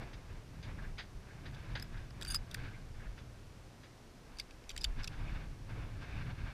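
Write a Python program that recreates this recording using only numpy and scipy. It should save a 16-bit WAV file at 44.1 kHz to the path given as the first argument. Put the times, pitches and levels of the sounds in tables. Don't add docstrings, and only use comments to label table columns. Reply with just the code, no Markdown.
import sys
import numpy as np
from scipy import signal
from scipy.fft import rfft, irfft
from scipy.io import wavfile
from scipy.ndimage import uniform_filter1d

SR = 44100
rng = np.random.default_rng(int(sys.argv[2]) if len(sys.argv) > 2 else 0)


def decibels_to_gain(level_db):
    exponent = np.asarray(level_db, float) / 20
    return 10 ** exponent


def inscribe(sig):
    pcm = np.round(np.clip(np.atleast_2d(sig).T, -1, 1) * 32767)
    wavfile.write(sys.argv[1], SR, pcm.astype(np.int16))


N = 288344

# (t/s, level/dB)
BREEZE = [(0, -62.5), (.6, -53), (1.1, -57.5), (1.4, -64), (2, -55.5), (2.8, -52.5), (3.2, -55.5),
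          (3.5, -57), (4.1, -62.5), (4.5, -66), (4.8, -60), (5.1, -51), (5.6, -52), (6.06, -56),
          (6.54, -59)]


def evened(x):
    return x / np.sqrt(np.mean(x ** 2) + 1e-20)


def read(points, hz):
    f, value = np.transpose(points)
    return np.interp(np.log(hz + 1), np.log(f + 1), value)


def add(mix, s, sound):
    part = mix[round(s * SR):][:len(sound)]
    part += sound[:len(part)]


def resonate(x, hz, width):
    r = np.exp(-np.pi * width / SR)
    feedback = [1, -2 * r * np.cos(2 * np.pi * hz / SR), r * r]
    return signal.lfilter([(1 - r * r) / 2, 0, (r * r - 1) / 2], feedback, x)


def rings(x, modes):
    total = 0
    for hz, width, db in modes:
        mode = resonate(resonate(x, hz, width), hz, 4 * width)
        total = total + decibels_to_gain(db) * evened(mode)
    return total


def coloured(x, db_of, size):
    hz, t, z = signal.stft(x, SR, nperseg=size, noverlap=size * 3 // 4)
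    gain = decibels_to_gain(db_of(hz[:, None], t[None]))
    gain = gain / np.sqrt((gain ** 2).mean(axis=0))
    return signal.istft(z * gain, SR, nperseg=size, noverlap=size * 3 // 4)[1][:len(x)]


def shaped(points):
    spectrum = rfft(rng.standard_normal(N)) * decibels_to_gain(read(points, np.fft.rfftfreq(N, 1 / SR)))
    return evened(irfft(spectrum, N))


def lumps(per_s):
    span = int(SR / per_s)
    return evened(uniform_filter1d(uniform_filter1d(rng.standard_normal(N), span), span))


def crackle(count, per_s, spread_db, smooth):
    chance, size = rng.random(count), rng.exponential(1, count)
    noise, sign = rng.standard_normal((2, count))
    snaps = (chance < per_s / SR) * decibels_to_gain(spread_db * np.minimum(size, 4)) * sign
    share = np.clip(smooth, 0, 1)
    return np.sqrt(share) * noise + np.sqrt(1 - share) * evened(snaps)


def steadied(x, share):
    return evened(x / (abs(signal.hilbert(x)) + 0.15) ** share)


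def levelled(x, span_s):
    return evened(x / np.sqrt(abs(uniform_filter1d(x ** 2, int(span_s * SR))) + .05))


def swells(rows, t, pointed):
    edge_db = -10.5
    s, length, level_db = np.transpose(rows)[:3, :, None]
    return decibels_to_gain(level_db + edge_db * abs(2 * (t - s) / length) ** pointed) ** 2


def spread(power, t):
    return np.interp(np.arange(N) / SR, t, np.sqrt(power))


def hiss():
    # (f/Hz, level/dB per Hz)
    hiss_colour = [(88, -15.5), (150, -3.5), (235, -3.5), (383, -6.5), (504, -9), (566, -9), (624, -10),
                   (3700, -22), (4080, -21.5), (5300, -22.5), (5790, -22), (6500, -25.5), (8400, -29.5),
                   (9100, -29), (12900, -35), (14800, -38), (16000, -51)]
    return decibels_to_gain(-59.5) * shaped(hiss_colour)


def wind():
    # (f/Hz, level/dB per Hz)
    buffet_colour = [(7, -20.5), (12, -8), (25, 0), (38, -2.5), (58, -6), (72, -13.5), (88, -25),
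                     (200, -78)]
    # (f/Hz, level/dB per Hz)
    flutter_colour = [(40, -26), (65, -1), (115, 1.5), (150, -3.5), (190, -12), (300, -17), (500, -32.5),
                      (1000, -59.5)]
    # (peak t/s, length/s, buffeting/dB, flutter against buffeting/dB)
    gust_rows = [(0.001, 0.14, -41.5, -4), (.16, 0.15, -48.5, -5.5), (0.325, 0.15, -44, -6),
                 (0.545, 0.12, -53, 3), (0.707, 0.21, -51, 5.5), (.87, 0.26, -42.5, -8.5),
                 (1.17, 0.072, -41.5, -13), (1.505, 0.58, -50.5, 1.5), (1.5, .1, -54, 5),
                 (1.74, 0.24, -43.5, -1), (1.98, 0.19, -44, -3.5), (2.18, 0.18, -50.5, -2),
                 (2.303, 0.14, -42, -8.5), (2.39, 0.14, -44, -5), (2.63, 0.21, -44.5, 0),
                 (3.014, 0.32, -49, -8), (3.084, 0.085, -39.5, -25), (3.248, .12, -56.5, 4),
                 (4.312, .2, -53, -12), (4.556, 0.52, -54.5, -19), (4.8, 0.17, -44, -30),
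                 (4.891, 0.085, -33, -21), (4.992, 0.064, -35, -9), (5.21, .08, -46, 0),
                 (5.296, 0.43, -41, -6), (5.721, 0.053, -50.5, 7.5), (5.783, .2, -42.5, -2),
                 (5.88, .1, -52, 4), (5.97, 0.17, -45, 0), (6.179, 0.19, -41, -1.5), (6.285, 0.16, -47, 6),
                 (6.436, 0.16, -40, -3)]
    t = np.arange(0, N / SR, .002)
    breeze = decibels_to_gain(np.interp(t, *np.transpose(BREEZE))) ** 2
    gusts = swells(gust_rows, t, pointed=1.47)
    buffet_power = breeze + gusts.sum(axis=0)
    flutter_power = breeze * decibels_to_gain(1) ** 2 + decibels_to_gain(np.transpose(gust_rows)[3]) ** 2 @ gusts
    buffet = steadied(shaped(buffet_colour), share=0.23)
    flutter = levelled(evened(shaped(flutter_colour) * decibels_to_gain(.9 * lumps(25.0))), span_s=.09)
    return buffet * spread(buffet_power, t) + flutter * spread(flutter_power, t)


def drag(s, length, level_db, hz):
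    drive = crackle(count=11000, per_s=1400, spread_db=3.5, smooth=0.75)
    low_ring = evened(resonate(resonate(drive, hz, 400), hz, 400))[:int(length * SR)]
    return s, decibels_to_gain(level_db) * low_ring * signal.windows.tukey(len(low_ring), .9)


def tilt_db(hz, tilt):
    return tilt * np.log2(np.clip(hz, 400, 7000) / 2000)


def grass_db(hz, tilt):
    # (f/Hz, level/dB per Hz)
    grass_colour = [(250, -5.5), (500, -7), (1000, -5.5), (1400, -7.5), (2800, -10), (3200, -16.5),
                    (5000, -20), (7000, -37), (12000, -62)]
    # (f/Hz, width/Hz, level/dB)
    housing = [(1610, 290, 6.5), (1950, 280, -1), (2220, 190, 6), (2580, 120, 3), (3560, 260, 7),
               (4400, 400, 2)]
    peaks = sum(db / (1 + (2 * (hz - f) / width) ** 2) for f, width, db in housing)
    return read(grass_colour, hz) + peaks + tilt_db(hz, tilt)


def brush():
    # (peak t/s, length/s, level/dB, hollow ring of the housing/dB)
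    sweep_rows = [(0.001, 0.38, -54.5, -5), (0.323, 0.22, -61, -3), (.55, 0.13, -64, 0),
                  (0.69, 0.18, -56.5, -1.5), (0.832, 0.18, -57.5, -3), (1.327, 0.34, -62.5, -2),
                  (1.464, 0.075, -59.5, 1), (1.562, 0.18, -61, 9), (1.71, 0.29, -58, 3),
                  (1.984, .2, -59.5, 2), (2.215, 0.22, -60, -8), (2.348, .15, -52.5, 10),
                  (2.55, 0.18, -61, 2), (2.644, .3, -56.5, 10), (3.038, 0.24, -61.5, -2),
                  (3.2, 0.078, -62.5, 10), (3.36, 0.089, -73, 5), (3.838, 0.089, -69, -5),
                  (4.34, .2, -64, 0), (4.498, 0.18, -69, 6), (4.68, 0.14, -79, -3), (4.9, 0.5, -61, -3),
                  (5.004, 0.066, -50.5, 10), (5.135, 0.036, -54, 18), (5.196, 0.072, -62, 8),
                  (5.31, 0.37, -54.5, 2), (5.708, 0.096, -55, 3), (5.813, 0.2, -53.5, -6),
                  (5.95, .12, -60, 2), (6.04, .12, -55, 6), (6.17, 0.32, -52, 3.5), (6.3, .06, -55, 4),
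                  (6.385, .08, -58, 6), (6.487, 0.24, -54, 4)]
    stir_db, clump_db = -19, 1.7
    hollow_hz, hollow_width_hz = 1586, 104
    s = np.arange(0, N / SR, .002)
    sweeps = swells(sweep_rows, s, pointed=1.34)
    power = decibels_to_gain(np.interp(s, *np.transpose(BREEZE)) + stir_db) ** 2 + sweeps.sum(axis=0)
    hollow_db = np.transpose(sweep_rows)[3] @ sweeps / power
    tilt = -1.28 + 0.07 * (10 * np.log10(power) + 63) + 0.24 * hollow_db

    def colour(hz, t):
        hollow = 1 / (1 + (2 * (hz - hollow_hz) / hollow_width_hz) ** 2)
        return grass_db(hz, np.interp(t, s, tilt)) + hollow * np.interp(t, s, hollow_db)

    drive = crackle(count=N, per_s=3000, spread_db=3.0, smooth=0.94) * decibels_to_gain(clump_db * lumps(49))
    return coloured(evened(drive), colour, size=512) * spread(power, s) * decibels_to_gain(2.0)


def crunch(s, peak_db, tilt, t60, hold):
    # (f/Hz, level/dB per Hz)
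    crushed_colour = [(240, -60), (400, -13), (1100, -9.5), (1230, -18), (1490, -2.5), (1650, -1),
                      (2530, -8), (2750, -10.5), (3580, -7.5), (4400, -14), (4790, -9.5), (5580, -29.5),
                      (6320, -19), (7160, -41), (11000, -45), (14300, -73), (22000, -120)]
    t = np.arange(-400, 9000) / SR
    shape = np.clip(t / 0.0036, 0, 1) * decibels_to_gain(-60 * np.maximum(t - hold, 0) / max(t60, .03))
    drive = evened(crackle(count=len(t), per_s=4300, spread_db=2.5, smooth=.7)) * shape
    colour = lambda hz, t: read(crushed_colour, hz) + tilt_db(hz, tilt) + 0 * t
    return s + t[0], decibels_to_gain(peak_db - 10.0) * coloured(drive, colour, size=256)


def ring(s, length, level_db, hz, rough):
    count, share = int(length * SR), np.clip(rough, 0, 1)
    noise = resonate(resonate(rng.standard_normal(2400), hz, 300), hz, 600)
    noise = evened(noise[800:][:count])
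    tone = np.sqrt(2) * np.sin(2 * np.pi * hz * np.arange(count) / SR)
    blend = np.sqrt(1 - share) * tone + np.sqrt(share) * noise
    return s, decibels_to_gain(level_db) * blend * signal.windows.tukey(count, .8)


def squeak(s, length, level_db, hz, others_db):
    # (f/Hz, width/Hz, level/dB)
    rubbed = [(1620, 240, -12), (2900, 90, -11), (3600, 270, -7), (6470, 300, -15), (9300, 500, -9),
              (7650, 3700, -6), (12500, 2500, -18)]
    count = int(length * SR)
    rub, waver = rng.standard_normal((2, 1600))[:, :count]
    pitch = hz * (1 + .004 * evened(uniform_filter1d(waver, 200)))
    tone = np.sqrt(2) * np.sin(2 * np.pi * np.cumsum(pitch) / SR)
    smear = decibels_to_gain(-7.0 + 0.73 * (others_db + 4.5)) * evened(resonate(rub, hz, 160))
    overtones = evened(resonate(rub, 2 * hz, 400) + 0.24 * resonate(rub, 3 * hz, 500))
    overtones_db = -19.5 + 0.23 * (others_db + 13)
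    others = decibels_to_gain(others_db) * evened(rings(rub, rubbed))
    scrape = 0.12 * resonate(rub, 5300, 9000)
    sound = tone + smear + decibels_to_gain(overtones_db) * overtones + others + scrape
    return s, decibels_to_gain(level_db) * sound * signal.windows.tukey(count, .85)


def tick(s, peak_db, hz, dull_db, upper_db, facing_db, upper):
    # (f/Hz, width/Hz, level/dB)
    metal = [(2660, 290, 0), (3740, 300, -0.5), (4600, 250, 1), (5000, 410, -11)]
    # (f/Hz, width/Hz, level/dB)
    dull = [(1540, 500, 20), (2140, 310, -4)]
    # (f/Hz, width/Hz, level/dB)
    bright = [(9360, 800, 8.5), (10740, 2900, 6), (12300, 2000, -5), (15000, 680, -6)]
    t = np.arange(2000) / SR
    t60 = 0.012 + 0.00034 * (peak_db + 32.5)
    rise = 0.001 * decibels_to_gain(0.69 * (peak_db + 29.0))
    rattle = 0.081 * np.exp(-t / 0.011)
    onset = np.sin(np.pi / 2 * np.clip(t / rise, 0, 1)) ** 2
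    force = onset * (decibels_to_gain(-60 * np.maximum(t - rise, 0) / t60) + rattle)
    contact = np.sign(rng.standard_normal(len(t))) * force
    late_contact = contact * np.clip(t / .0015, .1, 1)
    body = rings(contact, metal + [(hz, max(300, 0.076 * hz), 5.5), (3600, 1800, 1)])
    parts = body, rings(contact, dull), rings(contact, upper), rings(late_contact, bright)
    bright_db = facing_db + 0.27 * (upper_db + 13.0) + 0.38 * (peak_db + 36.5)
    levels_db = peak_db + np.array([-6.3, dull_db + 2, upper_db - 5.5, bright_db])
    sound = sum(decibels_to_gain(db) * evened(part) for part, db in zip(parts, levels_db))
    sound = sound * np.sqrt(np.mean(force ** 2)) / force.max()
    high_pass = signal.butter(6, 1300, "high", fs=SR, output="sos")
    return s - .0008, signal.sosfilt(high_pass, sound)


def scene():
    # (t/s, length/s, level/dB, f/Hz)
    drags = [(0.769, 0.052, -55.5, 1560), (0.826, 0.053, -54, 1610), (1.25, 0.11, -62, 1580),
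             (1.927, 0.078, -59.5, 1590), (2.568, 0.043, -61, 1560), (2.978, 0.071, -59, 1650),
             (3.041, .05, -55, 1560), (2.719, 0.056, -59, 2160), (5.247, 0.082, -56.5, 2350),
             (6.029, 0.26, -60, 2410), (6.07, 0.059, -72, 1560), (6.422, 0.11, -58, 1540)]
    # (t/s, peak/dB, brightness/dB per octave, t60/s, hold/s)
    crunches = [(0.13, -44.5, 6, 0.091, 0.0085), (0.626, -43.5, 6, 0.12, 0.011),
                (0.9796, -33, 0.5, 0.14, 0.018), (1.454, -42.5, 0, 0.12, 0.013),
                (1.538, -57, 13, 0.12, 0.012), (1.7513, -29.5, -1, 0.1, 0.0065),
                (1.7695, -44, 0, 0.3, 0.015), (1.938, -45.5, -5, 0.067, 0.0079),
                (1.971, -45, -1, 0.06, 0.0089), (3.176, -45.5, -0.5, 0.16, 0.011),
                (3.831, -49, 2, 0.17, 0.013)]
    # (t/s, length/s, level/dB, f/Hz,
    # roughness 0-1)
    short_rings = [(2.274, .021, -56, 9300, .6), (2.305, 0.027, -46, 9280, .3),
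                   (2.303, 0.026, -54, 6540, .15), (2.286, .024, -55, 1600, .3),
                   (2.314, .018, -57, 1580, .3), (2.333, .009, -56, 1640, .4), (2.282, .022, -60, 3630, .5),
                   (2.316, 0.014, -60, 3630, .5), (2.329, .012, -60, 9200, .6), (2.351, .016, -52, 9500, .8),
                   (2.352, .018, -58, 14900, .5), (2.344, .007, -41.5, 1270, .2),
                   (2.3445, 0.0058, -43, 1820, 0.35), (2.3455, 0.0055, -44, 7570, .4),
                   (2.3455, .005, -45, 11000, .4), (2.2345, .006, -58, 7600, .5),
                   (2.546, 0.0064, -42.5, 1540, 0.1), (4.8435, 0.0098, -34, 3510, .15),
                   (4.845, 0.0071, -45, 1600, 0.4), (4.843, 0.0064, -45, 2600, .3),
                   (.9735, .005, -56, 2200, .3), (1.771, .008, -48, 1600, .3), (1.824, .009, -59, 7650, .4),
                   (4.802, .011, -55, 4700, .4), (4.836, .007, -54, 4700, .9), (4.6935, .008, -49, 3600, .3),
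                   (4.7055, .005, -58, 13200, .4), (5.033, .007, -52, 4950, .3),
                   (4.386, .004, -56, 9300, .5), (4.398, .005, -47, 9500, .6),
                   (2.5435, .004, -50, 11000, .5), (5.075, .008, -39, 2610, .25),
                   (5.075, .004, -52, 11000, .6), (4.398, .006, -46, 2150, .3),
                   (4.3985, .006, -44, 4000, .5), (4.842, .007, -38, 4570, .3), (4.843, .008, -47, 7150, .5),
                   (5.0425, .007, -50, 2400, .4), (4.7765, .005, -47, 5300, .5),
                   (4.7765, .005, -50, 9400, .5)]
    # (t/s, length/s, level/dB, pitch f/Hz, other rings/dB)
    squeaks = [(1.797, 0.011, -57, 4680, -25), (1.8227, 0.008, -44, 5120, -14),
               (2.27, 0.032, -47, 4690, -4.5), (2.297, 0.022, -42.5, 4880, -3),
               (2.3155, 0.013, -47, 4800, 0), (2.32, 0.007, -54, 4680, -10), (2.327, 0.02, -53, 4820, -3),
               (2.352, 0.007, -33, 4930, -14), (2.357, 0.0072, -32, 4950, -19),
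               (2.36, 0.011, -37, 4935, -25), (2.368, 0.0097, -53, 5000, -24),
               (4.369, .007, -55, 4600, -12), (4.395, 0.014, -54, 4950, -13),
               (4.808, 0.014, -46, 5020, -12), (4.838, 0.0059, -50, 5030, -13)]
    # (t/s, peak/dB, main ring f/Hz, dull part/dB, upper part/dB)
    lowered_ticks = [(1.5473, -42.5, 3600, -19, -30), (1.798, -35, 4740, -13, -34),
                     (1.825, -37.5, 12900, -8, -16), (2.1073, -44, 4680, -9, -21),
                     (2.2122, -36, 3560, -10, -6), (2.2175, -42.5, 3560, -1, -12),
                     (2.223, -29.5, 3470, -25, -34), (2.2295, -34.5, 7600, -13, -16),
                     (2.249, -32, 4800, -11.5, -21), (2.2614, -38, 2610, -17, -11),
                     (2.2707, -39.5, 4620, -5, -15), (2.3444, -24.5, 4600, -16, -14),
                     (2.346, -30.5, 4500, -14, -4), (2.513, -35.5, 3520, -19, -17),
                     (2.5436, -37, 13000, -25, -7), (2.544, -30.5, 4460, -30, -12),
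                     (2.547, -33, 3440, -3.5, -24), (2.6397, -57, 2440, 8, -26)]
    # (t/s, peak/dB, main ring
    # f/Hz, dull part/dB, upper part/dB)
    turned_ticks = [(4.3864, -34.5, 4800, -27, -22), (4.392, -38, 4960, -12, -16),
                    (4.3979, -25.5, 4760, -48, -22), (4.3994, -39, 2160, -16, -25),
                    (4.412, -42, 4000, -22, -20), (4.509, -41.5, 2520, -28, -22),
                    (4.6402, -46, 2580, -22, -24), (4.6932, -31, 5720, -32, -8),
                    (4.703, -32.5, 3300, -41, -24), (4.7073, -38.5, 4990, -11, -16),
                    (4.714, -38, 3210, -21, -7), (4.764, -32, 2040, -20, -9), (4.777, -30, 3100, -38, -7),
                    (4.8115, -42, 5100, -24, -12), (4.8353, -37, 5200, -31, -8),
                    (4.817, -37, 3600, -27, -10), (4.8419, -22, 4600, -30, -16),
                    (4.8434, -22.5, 2950, -24, -11), (4.85, -47, 3500, -13, -10),
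                    (5.034, -36, 5000, -22, -20), (5.043, -31, 4050, -24, -13),
                    (5.044, -34.5, 5400, -12, -11), (5.0747, -47, 4400, -7, -4),
                    (5.0753, -31, 5200, -19.5, -17),
                    (4.785, -48, 4000, -25, -12), (4.789, -43, 5200, -25, -12),
                   (4.7935, -50, 5800, -25, -12), (4.8225, -42, 4200, -25, -14),
                   (4.826, -44, 5000, -25, -14), (2.5205, -50, 3600, -20, -14),
                   (2.3468, -25, 5000, -20, -9), (1.7765, -46, 4600, -12, -25),
                   (5.0475, -39, 5800, -18, -12), (5.0555, -50, 6200, -10, -10),
                   (5.0783, -33, 3500, -20, -16), (4.4022, -35, 4700, -30, -22),
                   (4.7772, -38, 2200, -20, -20), (.63, -50, 3600, -14, -25), (1.939, -50, 2300, -6, -28),
                   (5.235, -52, 2800, -20, -28)]
    # (f/Hz, width/Hz, level/dB)
    lowered_upper = [(5670, 890, -1), (7500, 400, 17), (6860, 300, 7)]
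    # (f/Hz, width/Hz, level/dB)
    turned_upper = [(5560, 700, 1), (7050, 600, 14)]
    ticks = [(*row, -14.5, lowered_upper) for row in lowered_ticks]
    ticks += [(*row, -23, turned_upper) for row in turned_ticks]
    mix = hiss() + wind() + brush()
    events = (drag, drags), (crunch, crunches), (ring, short_rings), (squeak, squeaks), (tick, ticks)
    for source, rows in events:
        for row in rows:
            add(mix, *source(*row))
    return np.array([mix, mix])


def band_limit(x):
    return signal.sosfilt(signal.butter(12, 16500, fs=SR, output="sos"), x)


def record(dry):
    # (f/Hz, gain/dB)
    treble_end = [(9000, -0.5), (15000, -2), (15350, -10), (15500, -24), (16500, -13), (16700, -70)]
    # (f/Hz, level/dB)
    difference = [(30, -33), (130, -23), (1000, -21.5), (6000, -15), (13000, -11)]
    hz, t, z = signal.stft(dry[0], SR, nperseg=2048)
    z = z * decibels_to_gain(read(treble_end, hz))[:, None]
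    band = (6 * np.log2(1 + hz / 700)).astype(int)
    often = np.where(rng.random(len(t)) < .22, .7, .07)
    patches = (rng.random((band.max() + 1, len(t))) < often)[band]
    scramble = np.exp(2j * np.pi * rng.random(z.shape))
    trace = abs(z) * decibels_to_gain(read(difference, hz))[:, None] * patches * scramble
    both = signal.istft(np.array([z + trace, z - trace]), SR, nperseg=2048)[1][:, :N]
    return band_limit(both)


dry = scene()
out = record(dry)
inscribe(out)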